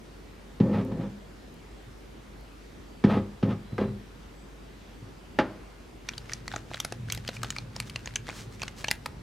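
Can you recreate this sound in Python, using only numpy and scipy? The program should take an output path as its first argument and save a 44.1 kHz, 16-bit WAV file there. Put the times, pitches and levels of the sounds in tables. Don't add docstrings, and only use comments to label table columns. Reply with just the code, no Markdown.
import sys
import numpy as np
from scipy import signal
from scipy.fft import rfft, irfft
from scipy.io import wavfile
from scipy.ndimage import uniform_filter1d

SR = 44100
rng = np.random.default_rng(int(sys.argv[2]) if len(sys.argv) > 2 else 0)


def store_wav(level_fs):
    pcm = np.round(np.clip(np.atleast_2d(level_fs), -1, 1) * 32767)
    wavfile.write(sys.argv[1], SR, pcm.T.astype(np.int16))


N = 406602

# pitch_hz, level_db, t60_s (time to fall by 60 dB)
COUNTER_MODES = [(108.8, 4, 0.16), (168, 0, 0.061), (202.5, -1, 0.14), (257.8, -3, 0.082),
                 (322.3, -8.5, 0.21), (382.3, -0.5, 0.074), (473, -2, 0.042), (532, -11.5, 0.13),
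                 (804, -14, 0.19), (867, -22.5, 0.2), (1103, -20.5, 0.041), (1780, -11, 0.11)]
# start_s, level_db, low_ring_hz, low_ring_db, high_ring_hz, high_ring_db,
# treble_db (ring levels are relative to each other)
CREASE_SNAPS = [(6.088, -17, 2310, -11.5, 5500, -11, -36), (6.135, -33.5, 3200, -6, 3710, -19, -30),
                (6.179, -24, 3050, -14.5, 4500, -9, -26), (6.295, -28.5, 2180, -7, 4950, -14, -51),
                (6.309, -35, 620, -5, 5480, -16, -43), (6.322, -29, 1920, 5, 4820, -12, -20),
                (6.334, -18, 2170, -20.5, 5610, -7, -26), (6.479, -21, 2030, -13, 4660, -11, -29),
                (6.516, -26, 1830, -13, 3540, -13, -39), (6.538, -22.5, 790, 3, 3540, -13, -39),
                (6.561, -20.5, 600, -11.5, 6820, -7.5, -47), (6.714, -27, 690, 2, 3800, -12, -37),
                (6.743, -20, 3100, -10, 3760, -15, -40), (6.801, -16.5, 3300, -17.5, 5700, -13.5, -21),
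                (6.848, -17, 1600, -18.5, 4960, -15, -25), (6.923, -21, 664, -12, 5250, -14, -25),
                (7.1, -22.5, 2150, -18, 4240, -8, -30), (7.122, -16.5, 3370, -20.5, 6010, -18, -19.5),
                (7.148, -25.5, 1800, -20, 3800, -13, -18), (7.175, -27.5, 830, -20, 5110, -9, -27),
                (7.277, -23, 3270, -14.5, 4460, -11, -29), (7.289, -20, 710, -15.5, 3900, -13.5, -35),
                (7.366, -31, 2420, -13, 4840, -15, -33), (7.432, -18.5, 1300, -13.5, 6100, -13.5, -26),
                (7.445, -26, 3080, -15, 4450, -19, -38), (7.504, -17, 2960, -23, 6900, -11, -32),
                (7.564, -23, 2340, -10, 4730, -13, -32), (7.584, -22.5, 2370, -14, 4340, -11, -33),
                (7.763, -23, 680, -9, 5200, -5, -27), (7.801, -15, 2660, -14.5, 4240, -10.5, -18),
                (7.897, -28.5, 3100, -18, 4300, -19, -21), (7.959, -19, 2670, -13, 4500, -9, -42),
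                (8.058, -25.5, 1800, -14, 6490, -3, -39), (8.074, -24.5, 2520, -14, 4400, -15, -36),
                (8.157, -14, 3070, -21, 6350, -12.5, -35), (8.282, -28, 1970, -8, 3540, -13, -33),
                (8.289, -23, 770, -11, 4450, -15, -34), (8.297, -27, 2420, -6, 4290, -25, -35),
                (8.618, -20.5, 2550, -8, 6650, -15.5, -41), (8.631, -20, 2490, -13, 4520, -17, -28),
                (8.68, -22, 2900, -11.5, 6150, -13, -38), (8.843, -17, 2500, -14, 4300, -16, -35),
                (8.883, -17.5, 3120, -15, 5600, -17, -38), (8.906, -25, 2310, -11, 4630, -10, -32),
                (8.912, -8, 2100, -11.5, 4630, -12.5, -19.5), (9.059, -19, 1830, -13, 4740, -13, -23)]


def amp(db):
    return 10 ** (np.asarray(db) / 20)


def evened(x):
    return x / np.sqrt(np.mean(x ** 2) + 1e-20)


def read(points, hz):
    f, value = np.transpose(points)
    return np.interp(np.log(hz + 1), np.log(f + 1), value)


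def add(mix, start_s, sound):
    part = mix[..., round(start_s * SR):][..., :sound.shape[-1]]
    part += sound[..., :part.shape[-1]]


def coloured(x, spectrum):
    hz = np.fft.rfftfreq(x.shape[-1], 1 / SR)
    return evened(irfft(rfft(x) * amp(read(spectrum, hz)), x.shape[-1]))


def ring(hz, db, t60, count):
    t = np.arange(count) / SR
    fading = amp(np.c_[db] - 60 * t / np.c_[t60])
    return (fading * np.sin(2 * np.pi * np.c_[hz] * t)).sum(0)


def grains(per_s, spread_db):
    size = amp(spread_db * np.minimum(rng.exponential(1, N), 4))
    size = size * rng.choice([-1., 1.], N)
    return evened(size * (rng.random(N) < per_s / SR))


def room_hiss():
    # pitch_hz, relative level_db per Hz
    hiss_colour = [(25, -29), (40, -4.5), (64, 0.5), (80, -5.5), (120, -5), (200, -4), (400, -5.5),
                   (630, -13), (1000, -15), (2500, -21.5), (5000, -27.5), (10000, -36), (14500, -40.5),
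                   (16000, -57)]
    # pitch_hz, likeness (1 = the same)
    likeness = [(60, 1), (180, 0.69), (550, 0.083), (1650, 0.16), (4970, 0.52), (15000, 0.17)]
    frames, hz = N // 512 + 5, np.fft.rfftfreq(2048, 1 / SR)
    a, b, c, d, patches = rng.standard_normal((frames, 1025, 5)).T
    patches = uniform_filter1d(patches, 24, 0)
    patches = evened(uniform_filter1d(patches, 8, 1))
    same = np.clip(read(likeness, hz), -1, 1)[:, None]
    left = a + 1j * b
    right = same * left + np.sqrt(1 - same ** 2) * (c + 1j * d)
    spectra = np.array([left, right]) * amp(read(hiss_colour, hz)[:, None] + 1.22 * patches)
    hiss = signal.istft(spectra, nperseg=2048, noverlap=1536)[1][:, :N]
    return amp(-48.5) * evened(hiss)


def mains_hum():
    hum_hz, hum_db, waver_db = 49.4, -46.5, 1.3
    waver = uniform_filter1d(rng.standard_normal(N), 3000)
    waver = evened(uniform_filter1d(waver, 3000))
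    return amp(hum_db + waver_db * waver) * np.sin(2 * np.pi * hum_hz * np.arange(N) / SR)


def blows():
    # start_s, body_peak_db, favoured_hz, clack_db (relative to the body)
    hits = [(0.6, -6, 185, -28), (0.917, -21.5, 206, -22.5), (0.99, -22, 181, -35), (1.866, -42, 91.5, -33),
            (3.039, -3.5, 202, -22.5), (3.165, -13.5, 247, -41), (3.427, -10.5, 180, -21.5),
            (3.507, -20, 187, -19.5), (3.722, -24, 129, -26), (3.783, -21, 360, -15),
            (3.812, -16.5, 380, -23), (3.881, -24, 108, -25), (5.018, -34, 80, -38), (5.389, -13, 305, -7),
            (5.477, -40, 80, -25)]
    # pitch_hz, relative level_db per Hz
    clack_colour = [(350, -19), (600, 0.5), (855, -10.5), (993, -5.5), (3240, -20), (3660, -22),
                    (5290, -29.5), (15500, -73)]
    push_s, clack_rise_s = 0.0019, 0.000094
    hz, db, t60 = np.transpose(COUNTER_MODES)
    out, t = np.zeros(N), np.arange(20000) / SR
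    noises = rng.standard_normal((len(hits), 20000))
    sign = (-1.) ** np.arange(len(hz))
    clack_fade = amp(-60 * t / 0.096) + amp(-25.5 - 60 * t / 0.99) + amp(-0.5 - 60 * t / 0.0063)
    for (start_s, peak_db, favoured_hz, clack_db), noise in zip(hits, noises):
        octaves_above = np.log2(hz / favoured_hz)
        level = sign * amp(db - np.maximum(8 * octaves_above, -13 * octaves_above))
        body = sum(g * ring([f], [0], [d], count=20000) for f, g, d in zip(hz, level, t60))
        body = body * (1 - np.exp(-t / push_s))
        rise = np.minimum(t / clack_rise_s * amp(clack_db), 1)
        clack = coloured(noise, clack_colour) * clack_fade * rise
        add(out, start_s, amp(peak_db) * (body / abs(body).max() + amp(clack_db) * clack))
    return out


def kitchen(x):
    # pitch_hz, t60_s
    echo_time = [(150, 0.43), (600, 0.3), (2000, 0.22), (5000, 0.078), (12000, 0.17)]
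    taps = np.zeros((2, SR // 2))
    at = np.arange(120, SR // 2 - 20, 20)
    at = at + rng.integers(0, 20, (2, len(at)))
    np.put_along_axis(taps, at, rng.choice([-1., 1.], at.shape), 1)
    taps = taps + 7.9 * taps[:1]
    hz, t, spectra = signal.stft(taps, SR, nperseg=256)
    fading = amp(-60 * t / read(echo_time, hz)[:, None])
    tail = signal.istft(spectra * fading, SR, nperseg=256)[1]
    return signal.fftconvolve(x[None], tail / np.linalg.norm(tail[0]), axes=1)[:, :N]


def drags():
    # touch_s, bite_s (when the skin bites), lift_s, push_db, grit_db (at the bite)
    strokes = [(0.628, 0.744, 0.815, -26.5, -35), (0.85, 1.01, 1.065, -33, -46),
               (3.052, 3.103, 3.185, -26, -30), (3.444, 3.497, 3.53, -29.5, -40),
               (3.786, 3.805, 3.845, -29, -39)]
    # pitch_hz, relative level_db per Hz
    grit_colour = [(350, -6.5), (600, -3.5), (1110, -7.5), (1280, -6.5), (1440, -16), (1860, -15),
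                   (3400, -22), (4800, -31.5), (7000, -44), (15000, -54)]
    swell_db_per_s, sag_db_per_s, lift_db_per_s = 515, 99, 437
    favoured_hz = 197
    t, push, grit = np.arange(N) / SR, np.zeros(N), np.zeros(N)
    for touch_s, bite_s, lift_s, push_db, grit_db in strokes:
        on = (t > touch_s) * amp(-lift_db_per_s * np.maximum(t - lift_s, 0))
        push += on * amp(push_db)
        grit += on * amp(grit_db - np.maximum(swell_db_per_s * (bite_s - t), sag_db_per_s * (t - bite_s)))
    hz, db, t60 = np.transpose(COUNTER_MODES)
    octaves_above = np.log2(hz / favoured_hz)
    body = ring(hz, db - np.maximum(6 * octaves_above, -13 * octaves_above), t60, count=20000)
    jolts = uniform_filter1d(push, 200) * grains(3000, spread_db=-0.9)
    shaken = signal.oaconvolve(jolts, body / np.linalg.norm(body))[:N]
    return shaken + uniform_filter1d(grit, 200) * coloured(grains(6000, spread_db=2.5), grit_colour)


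def ticks():
    # start_s, level_db (each sine lies a few dB below)
    times = [(0.85, -44), (1.5429, -49), (2.4104, -51)]
    out = np.zeros(N)
    for start_s, db in times:
        levels_db = db - np.array([7.2, 4.2, 3.1, 7])
        add(out, start_s, ring([7000, 9600, 11800, 14500], levels_db, [.004] * 4, count=400))
    return out


def whistles():
    # start_s, end_s, start_hz, end_hz, peak_db
    glides = [(2.83, 3.032, 4650, 4560, -68), (3.62, 3.96, 4070, 3930, -63.5),
              (4.33, 4.48, 7750, 7950, -70), (4.9, 5.12, 4600, 4550, -71)]
    out = np.zeros(N)
    for start_s, end_s, from_hz, to_hz, db in glides:
        hz = np.linspace(from_hz, to_hz, round((end_s - start_s) * SR))
        hz = hz + 12 * evened(uniform_filter1d(rng.standard_normal(len(hz)), 600))
        tone = np.sin(2 * np.pi * np.cumsum(hz) / SR)
        add(out, start_s, amp(db) * tone * signal.windows.tukey(len(hz), .5))
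    return out


def knocks():
    # pitch_hz, level_db, t60_s
    bowl_modes = [(323, -1, 0.12), (475, -4, 0.1), (590, -12, 0.06), (843, 3, 0.065), (1400, 9, 0.029),
                  (1806, 6, 0.035), (2295, 3, 0.051), (2720, -5, 0.055)]
    # start_s, peak_db, pitch_share (a bowl held down rings lower), favoured_hz
    hits = [(3.7815, -20, 0.88, 1150), (5.3883, -8, 1, 470)]
    hz, db, t60 = np.transpose(bowl_modes)
    out = np.zeros(N)
    for start_s, peak_db, share, favoured_hz in hits:
        level_db = db - 6 * abs(np.log2(share * hz / favoured_hz))
        sound = ring(share * hz, level_db, t60, count=8000)
        add(out, start_s, amp(peak_db) * sound / abs(sound).max())
    return out


def rumble():
    # pitch_hz, width_hz, level_db (relative)
    peaks = [(73.5, 40, -9.5), (113.6, 22, 3), (143, 28, -8), (218.7, 62, -10.5)]
    # time_s, level_db
    loudness = [(6.04, -56), (6.1, -49.5), (6.95, -46.5), (7.05, -36.5), (7.3, -43), (9.22, -47)]
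    t, hz = np.arange(N) / SR, np.fft.rfftfreq(N, 1 / SR)
    shape = sum(amp(db) / (1 + ((hz - f) / width * 2) ** 2) for f, width, db in peaks)
    noise = evened(irfft(rfft(rng.standard_normal(N)) * shape, N))
    return noise * amp(np.interp(t, *np.transpose(loudness), -200))


def swells(rows):
    t = np.arange(N) / SR
    steps = t[::64]
    bumps = sum(amp(db) * np.exp(-((steps - s) / length) ** 2) for s, length, db in rows)
    return np.interp(t, steps, bumps)


def handling():
    # middle_s, length_s, level_db
    slides = [(7.874, 0.017, -51), (8.327, 0.017, -71), (7.354, 0.023, -49), (8.387, 0.058, -46.5),
              (8.539, 0.027, -54), (8.801, 0.033, -47.5)]
    # pitch_hz, relative level_db per Hz
    rustle_colour, crack_colour, slide_colour = [(410, -23), (1000, -3), (3840, 3), (6230, -1),
                                                 (11000, -13), (16000, -26)], [(500, -33), (1500, 8.5), (3000, 0),
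                                                                 (7000, -8), (16000, -30)], [(1200, 0.5), (3000, -1),
                                                                                  (6300, -1), (9000, -8),
                                                                                  (16000, -22)]
    lag_s, length_s, full_snap_db = 0.011, 0.047, -53
    follows = 0.25
    creasing = swells([(s + lag_s, length_s, full_snap_db + follows * db) for s, db, *_ in CREASE_SNAPS])
    sliding = swells(slides)
    fine, other = (coloured(grains(6000, spread_db=8.0), rustle_colour) for _ in range(2))
    rustle = np.array([fine + 0.9 * other, fine - 0.38 * other]) * 0.57 * creasing
    cracks = signal.lfilter([1], [1, -.97], grains(160, spread_db=4.0))
    cracks = coloured(cracks * rng.standard_normal(N), crack_colour)
    coarse = cracks * (0.85 * creasing + 0.25 * sliding)
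    hiss, apart = (coloured(grains(9000, spread_db=4.5), slide_colour) for _ in range(2))
    flakes = np.array([hiss + 0.3 * apart, hiss - 0.25 * apart]) * sliding
    return rustle + coarse + flakes


def snaps():
    t60_s = 0.0063
    out, t = np.zeros((2, N)), np.arange(1200) / SR
    noises = rng.standard_normal((len(CREASE_SNAPS), 3, 1200))
    chances = rng.random((len(CREASE_SNAPS), 8))
    one_crack = amp(-60 * t / 0.0013) + amp(-13.5 - 60 * t / 0.012)
    tail_fade = amp(-10 - 60 * t / 0.012) + amp(-26.5 - 60 * t / 0.037)
    tail_fade = tail_fade * (1 - np.exp(-t / 0.0001))
    for row, noise, chance in zip(CREASE_SNAPS, noises, chances):
        start_s, db, low_hz, low_db, high_hz, high_db, treble_db = row
        middle_hz = 862 * (7610 / 862) ** chance[:3]
        treble_hz = np.interp(chance[3:6], [0, 1], [7700, 13360])
        colour = [(300, low_db - 9.5), (low_hz, low_db), (high_hz, high_db),
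                  (11000, treble_db + 2.5), (16500, treble_db - 46)]
        hz = np.r_[low_hz, high_hz, middle_hz, treble_hz]
        level_db = np.r_[low_db, high_db, read(colour, middle_hz) - 7, np.full(3, treble_db - 3.5)]
        second = amp(-13 + 13.7 * chance[6]) * np.roll(one_crack, 70 + round(90 * chance[7]))
        crack = np.roll(one_crack, 30) + second
        rings = ring(hz, level_db, t60_s * (3000 / np.maximum(hz, 2000)) ** 0.89, count=1200)
        rings = rings * (1 - np.exp(-t / 0.000078))
        centre, apart = (signal.fftconvolve(n * crack, rings)[:1200] for n in noise[:2])
        tail = coloured(noise[2], [(f, 1.08 * d) for f, d in colour]) * tail_fade
        middle = centre / abs(centre).max() + tail
        apart_peak = abs(apart).max()
        side = amp(-7.0) * np.diff(apart, 2, prepend=[0, 0]) / apart_peak + amp(-15) * apart / apart_peak
        add(out, start_s, amp(db) * np.array([middle + side, middle - side]))
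    return out


def scene():
    bag = snaps()
    too_small_for_bass = signal.butter(3, 75, "highpass", fs=SR, output="sos")
    counter = signal.sosfilt(too_small_for_bass, blows() + knocks() + drags())
    echoes = kitchen(amp(-10) * counter + amp(-14.5) * bag.mean(0))
    faint = ticks() + whistles() + room_hiss() + mains_hum()
    return counter + bag + echoes + handling() + rumble() + faint


def record(dry):
    thin = signal.sosfilt(signal.butter(2, 45, "highpass", fs=SR, output="sos"), dry)
    low_pass = signal.firwin(511, 16000, window=("kaiser", 9), fs=SR)
    return signal.oaconvolve(thin, low_pass[None], "same")


dry = scene()
out = record(dry)
store_wav(out)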